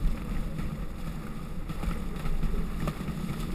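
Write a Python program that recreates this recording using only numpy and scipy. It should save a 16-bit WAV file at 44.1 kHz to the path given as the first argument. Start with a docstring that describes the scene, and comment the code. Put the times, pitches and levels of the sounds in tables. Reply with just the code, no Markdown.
"""Luge cart on a paved track

A coasting cart is heard from a camera in a housing on the rider. Hard wheels grind and drone on the
asphalt, driving the resonances of the plastic tub. Bumps knock the cart and ring its frame, grit
snaps and loose fittings chatter. Wind buffets the camera, jolts shove it, and for about half a
second the cart shudders at the turning rate of its wheels."""
import sys
import numpy as np
from scipy import signal
from scipy.fft import rfft, irfft
from scipy.io import wavfile

SR = 44100
rng = np.random.default_rng(int(sys.argv[2]) if len(sys.argv) > 2 else 0)


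def output_pcm(signal):
    """Save a mono or channel-first signal as 16-bit PCM at the path in sys.argv[1].

    Samples are clipped to [-1, 1] before scaling.
    """
    pcm = np.clip(np.atleast_2d(signal).T, -1, 1) * 32767
    wavfile.write(sys.argv[1], SR, np.round(pcm).astype(np.int16))


N = 156114
T = np.arange(N) / SR

# grinding of the wheels on asphalt (time [s], relative level [dB])
ROLL_LEVEL = [(0, -50), (.17, -45.5), (.38, -44), (.54, -50), (.6, -47.5), (.72, -46.5), (.95, -50.5),
              (1.05, -47), (1.4, -48), (1.65, -49.5), (1.8, -45), (1.92, -42.5), (2.08, -46.5),
              (2.27, -45.5), (2.72, -46), (2.84, -44), (3.17, -46), (3.36, -44), (3.54, -45.5)]
# spectrum of the grinding (frequency [Hz], relative level [dB])
ROLL_SPECTRUM = [(40, 12.5), (120, -1.5), (270, 0.5), (480, 5.5), (700, -2.5), (1000, 0), (2300, -7),
                 (4000, -28.5), (7000, -30), (15000, -30)]
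# chatter of grit and fittings (time [s], level [dB])
CHATTER_LEVEL = [(0, -55.5), (.46, -54.5), (.53, -60), (.6, -53.5), (.68, -57), (.94, -59.5), (1.0, -53),
                 (1.2, -56.5), (1.48, -55.5), (1.65, -60.5), (1.71, -54.5), (1.8, -54), (1.87, -51),
                 (2.12, -57.5), (2.22, -52), (2.37, -57.5), (2.46, -53), (2.7, -55), (2.82, -51),
                 (2.97, -54), (3.17, -53), (3.4, -49.5), (3.54, -54)]
# spectrum of the chatter (frequency [Hz], relative level [dB])
CHATTER_SPECTRUM = [(200, -22), (1500, -2), (3500, 11.5), (5000, 5.5), (8000, -2.5), (11000, 0),
                    (13800, -3.5), (15500, -14)]
# boom of the tub (time [s], relative level [dB])
BOOM_LEVEL = [(0, -34.5), (.16, -36.5), (.36, -35), (.53, -38), (.76, -34.5), (.9, -44), (1.07, -38),
              (1.3, -39), (1.6, -41.5), (1.85, -37.5), (2.05, -38), (2.35, -38), (2.55, -34.5),
              (2.72, -37.5), (2.83, -33), (2.96, -40.5), (3.12, -35), (3.54, -35.5)]
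# modes of the plastic tub (frequency [Hz], bandwidth [Hz], relative level [dB])
TUB_MODES = [(61.5, 16, -7), (147.7, 20.7, -1), (175.3, 29.5, -0.5), (219.9, 13.4, -4.5),
             (311.2, 38.5, -10.5)]
# hollow drone of the wheels, higher in the bend (time [s], frequency [Hz], level [dB])
DRONE_CURVE = [(0, 505, -56), (.5, 502.4, -55.5), (1.901, 500, -60), (2.2, 400, -48.5), (2.5, 400, -53.5),
               (2.545, 389, -43.5), (2.59, 419.3, -50), (2.65, 405.3, -46), (2.739, 400, -57),
               (3.102, 387.5, -54)]
# wind on the camera (time [s], relative level [dB])
WIND_LEVEL = [(0, -30), (.12, -32.5), (.2, -39), (.39, -32), (.55, -39), (.66, -30), (.75, -50), (.86, -36),
              (1.15, -41), (1.45, -43.5), (1.56, -35), (1.8, -38), (1.92, -32.5), (2.15, -39.5),
              (2.45, -37), (3.54, -39)]
# spectrum of the wind (frequency [Hz], relative level [dB])
WIND_SPECTRUM = [(5, -11.5), (15, 1), (26, 0.5), (40, -1), (52, -12.5), (72, -11.5), (100, -22.5),
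                 (200, -27.5), (600, -45.5), (4000, -101)]
# bumps in the track, in relative levels (time [s], knock [dB], rattle [dB], thump [dB], decay time [s])
TRACK_BUMPS = [(0.047, -46, -51, -63, 0.0053), (0.073, -51, -47, -60, 0.0053),
               (0.174, -39, -57, -35.5, 0.0077), (0.218, -36.5, -64, -46, 0.0034),
               (0.309, -46.5, -62, -43, 0.018), (.346, -45.5, -58, -35, .012),
               (.584, -45, -55, -31.5, 0.045), (.821, -47, -59, -37.5, 0.017), (0.982, -51, -55, -50, .008),
               (1.071, -45, -48.5, -39, 0.011), (1.692, -44.5, -54, -33.5, 0.04),
               (1.828, -38, -50.5, -32.5, 0.012), (1.910, -38.5, -65, -37, 0.01),
               (2.159, -45, -49, -37, 0.012), (2.194, -40.5, -49.5, -50, 0.015),
               (2.252, -43.5, -51.5, -34, 0.034), (2.428, -44.5, -56, -36, 0.043),
               (2.579, -42, -60, -38, 0.0063), (2.821, -43, -53, -29, .012),
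               (2.874, -33.5, -40.5, -29.5, 0.0049), (2.879, -33.5, -39.5, -37, 0.0046),
               (2.887, -40, -46.5, -48, 0.015), (2.968, -42, -64, -46, 0.0035),
               (3.002, -44, -53.5, -31.5, 0.022), (3.077, -40, -68, -33, 0.015),
               (3.296, -46.5, -52, -31, 0.02), (3.331, -41, -49, -47, 0.012), (3.400, -55, -43, -42, 0.02),
               (3.427, -41.5, -49, -45, 0.01)]
# spectrum of an axle knock (frequency [Hz], relative level [dB])
KNOCK_SPECTRUM = [(60, -10), (300, -1), (650, 2), (1300, 1), (2500, 0), (4000, -14), (8000, -27),
                  (15000, -40)]
# spectrum of a rattle (frequency [Hz], relative level [dB])
RATTLE_SPECTRUM = [(200, -24), (1500, -8), (3500, 15.5), (5000, 6.5), (8000, 0.5), (11000, -1), (15500, -5)]
# modes of the metal frame (frequency [Hz], bandwidth [Hz], relative level [dB])
FRAME_MODES = [(580, 170, 2), (1170, 32, 1.5), (1319, 66, 0), (1846, 34, 7), (2244, 40, -12)]
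# heavy jolts of the camera (time [s], level [dB], frequency [Hz])
CAMERA_JOLTS = [(0.064, -18, 35), (0.115, -21.5, 27.4), (0.366, -27, 48), (.397, -28, 42), (0.813, -28, 39),
                (1.88, -22.5, 53.24)]
# grit cracking under a wheel (time [s], level [dB])
GRIT_SNAPS = [(.22, -51), (.25, -47), (1.269, -46), (1.835, -43), (2.194, -44.5), (2.803, -46),
              (3.404, -56)]
# clinks of loose metal parts (time [s], frequency [Hz], level [dB])
METAL_CLINKS = [(.368, 1920, -38), (.819, 1880, -46), (1.268, 1450, -36), (1.83, 815, -33.5),
                (1.87, 2310, -39.5), (1.911, 1370, -36), (1.935, 2040, -38), (2.803, 1810, -35.5),
                (2.875, 610, -23.5), (2.878, 1213, -27), (2.88, 2460, -32), (3.292, 2240, -38)]
# peaks and dips of the camera housing (frequency [Hz], Gaussian width [Hz], relative gain [dB])
HOUSING_BANDS = [(794, 31, 3), (985, 75, -3.5), (1283, 118, 7), (1480, 149, -5), (3137, 135, -9),
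                 (3580, 110, 0.5), (4170, 445, -6), (5140, 150, -2), (5978, 295, -16.5)]

WHEEL_HZ = 21.4  # mean turning rate


def amp(db):
    """Amplitude grows tenfold for every 20 dB."""
    return 10 ** (np.asarray(db) / 20)


def unit(x):
    """Normalisation to an rms of 1."""
    return x / np.sqrt(np.mean(x ** 2) + 1e-20)


def level(curve):
    """Amplitude envelope, interpolated from (time [s], level [dB])."""
    return amp(np.interp(T, *np.transpose(curve)))


def add(mix, start_s, sound):
    """Superposition of a sound on the mix from its start time."""
    part = mix[max(round(start_s * SR), 0):][:len(sound)]
    part += sound[:len(part)]


def minimum_phase(x, db_at, size=8192):
    """Minimum-phase filtering to the shape db_at(frequency), keeping the power of white noise."""
    db = np.maximum(db_at(abs(np.fft.fftfreq(size, 1 / SR))), -100)
    response = np.exp(np.conj(signal.hilbert(np.log(amp(db)))))
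    taps = np.fft.ifft(response).real[:size // 2]
    return signal.fftconvolve(x, taps / np.linalg.norm(taps))[:len(x)]


def colour(x, spectrum):
    """Spectral shaping, interpolated along a logarithmic frequency axis."""
    hz, db = np.transpose(spectrum)
    return minimum_phase(x, lambda f: np.interp(np.log(f + 1), np.log(hz + 1), db))


def wander(cutoff_hz):
    """Random fluctuation: low-pass noise of rms 1."""
    rolloff = 1 + (np.fft.rfftfreq(N, 1 / SR) / cutoff_hz) ** 2
    return unit(irfft(rfft(rng.standard_normal(N)) / rolloff, N))


def grains(per_s, spread_db=2.5):
    """Shot noise: tiny independent impacts, a few of them large."""
    size = amp(spread_db * np.minimum(rng.exponential(1, N), 5))
    return unit(size * rng.choice([-1, 1], N) * (rng.random(N) < per_s / SR))


def ringing(modes):
    """A body's impulse response is a sum of damped modes; the wider ones die sooner."""
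    t = T[:SR // 4]
    return sum((-1) ** k * amp(db) * np.sqrt(width) * np.exp(-np.pi * width * t)
               * np.sin(2 * np.pi * hz * t) for k, (hz, width, db) in enumerate(modes))


def rolling():
    """Forced vibration: rough asphalt drives grinding, chatter and tub boom, modulated once a turn."""
    turns = np.cumsum(WHEEL_HZ * (1 + 0.0633 * wander(1.62))) / SR
    throb = 0.052 * np.cos(2 * np.pi * turns)
    impacts = grains(per_s=4000) * (1 + throb) * amp(wander(26))
    grind = unit(colour(impacts, ROLL_SPECTRUM))
    grit = grains(per_s=1500) + 2.5 * rng.standard_normal(N)
    flutter = amp(1.5 * wander(35))
    chatter = unit(colour(grit * (1 + 0.24 * throb) * flutter, CHATTER_SPECTRUM))
    tub_force = rng.standard_normal(N) * (1 + throb)
    boom = unit(signal.fftconvolve(tub_force, ringing(TUB_MODES))[:N])
    return (amp(-1) * level(ROLL_LEVEL) * grind + level(CHATTER_LEVEL) * chatter
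            + amp(-1.5) * level(BOOM_LEVEL) * boom)


def wheel_drone(width_hz=23.5):
    """Narrow-band noise: a rough, wavering hum of the wheels that sinks as the cart leaves the bend."""
    times, hz, db = np.transpose(DRONE_CURVE)
    pitch_hz = np.interp(T, times, hz) * (1 + .07 * wander(16))
    phase = 2 * np.pi * np.cumsum(pitch_hz) / SR
    hum = unit(wander(width_hz) * np.cos(phase) + wander(width_hz) * np.sin(phase))
    return amp(np.interp(T, times, db)) * hum


def wind():
    """Turbulent pressure fluctuations buffet the camera with low, lumpy noise."""
    return amp(2) * level(WIND_LEVEL) * unit(colour(rng.standard_normal(N), WIND_SPECTRUM))


def metal_ring(hz, decay_s):
    """Damped free vibration of a small metal part, with one inharmonic overtone."""
    t = T[:SR // 10]
    phase = 2 * np.pi * hz * t
    return (np.sin(phase) + amp(-12.5) * np.sin(1.48 * phase)) * np.exp(-t / decay_s)


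def fitting_ticks(low_hz=1241, high_hz=13030, db_per_octave=-3.5, decay_cycles=7.7):
    """Random impacts ring loose fittings in faint flurries that follow the level of the rolling."""
    out = np.zeros(N)
    flurry = amp(3 * wander(4.3))
    for hz in np.geomspace(low_hz, high_hz, 16):
        ticks = signal.fftconvolve(grains(per_s=36) * flurry, metal_ring(hz, decay_cycles / hz))[:N]
        out += amp(db_per_octave * np.log2(hz / low_hz)) * unit(ticks)
    return amp(-12) * level(ROLL_LEVEL) * unit(out)


def bumps(rise_s=.001):
    """Impact excitation: each bump knocks the axles, rings the frame, rattles and thumps the tub."""
    knocks, rattles, thumps = np.zeros((3, N))
    t, tub, frame = T[:SR // 4], ringing(TUB_MODES), ringing(FRAME_MODES)
    for start_s, knock_db, rattle_db, thump_db, decay_s in TRACK_BUMPS:
        envelope = np.minimum(t / rise_s, 1) * np.exp(-t / decay_s)
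        knock, rattle = rng.standard_normal((2, len(t))) * envelope
        add(knocks, start_s, amp(knock_db) * knock)
        add(rattles, start_s, amp(rattle_db) * rattle)
        add(thumps, start_s, amp(thump_db) * tub / abs(tub).max())
    rings = signal.fftconvolve(knocks, frame / np.linalg.norm(frame))[:N]
    return (colour(knocks, KNOCK_SPECTRUM) + amp(-5.5) * rings
            + amp(4) * colour(rattles, RATTLE_SPECTRUM) + amp(5.5) * thumps)


def jolts(width_cycles=.4):
    """Each shove of the camera is a low-frequency pulse: a cosine under a Gaussian envelope."""
    out = np.zeros(N)
    for centre_s, db, hz in CAMERA_JOLTS:
        cycles = (T - centre_s) * hz
        out -= amp(db) * np.cos(2 * np.pi * cycles) * np.exp(-.5 * (cycles / width_cycles) ** 2)
    return out


def snaps(decay_s=0.0022):
    """Brittle fracture: grit cracks under the wheels in short broadband bursts."""
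    out, t = np.zeros(N), T[:SR // 20]
    for start_s, db in GRIT_SNAPS:
        add(out, start_s, amp(db) * rng.standard_normal(len(t)) * np.exp(-t / decay_s))
    return out


def clinks():
    """Loose metal parts, struck singly, ring briefly at their natural frequencies."""
    out = np.zeros(N)
    for start_s, hz, db in METAL_CLINKS:
        add(out, start_s, amp(db) * metal_ring(hz, decay_s=0.004))
    return out


def shudder(start_s=2.236, rise_s=.03, fall_after_s=.26, fall_s=.33, sharpness=0.41):
    """Periodic forcing: four harmonics of the turning rate form one thud per wheel turn."""
    t = T - start_s
    swell = np.clip(np.minimum(t / rise_s, 1 - (t - fall_after_s) / fall_s), 0, 1)
    angle = 2 * np.pi * WHEEL_HZ * t
    thuds = sum((-sharpness) ** (k - 1) / np.sqrt(k) * np.cos(k * angle) for k in range(1, 5))
    return amp(-24.5) * swell * thuds


def scene():
    """Superposition: all sources add at the camera, in one channel."""
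    return (rolling() + wheel_drone() + wind() + fitting_ticks() + bumps()
            + jolts() + snaps() + clinks() + shudder())[None]


def record(dry, cutoff_hz=15500):
    """Linear filtering: the housing's peaks and dips colour the sound, and a low-pass limits its band."""
    def housing_db(f):
        return sum(db * np.exp(-.5 * ((f - hz) / width) ** 2) for hz, width, db in HOUSING_BANDS)
    heard = minimum_phase(dry[0], housing_db)
    low_pass = signal.firwin(511, cutoff_hz, window=("kaiser", 9), fs=SR)
    return signal.oaconvolve(heard, low_pass, "same")[None]


dry = scene()
out = record(dry)
output_pcm(out)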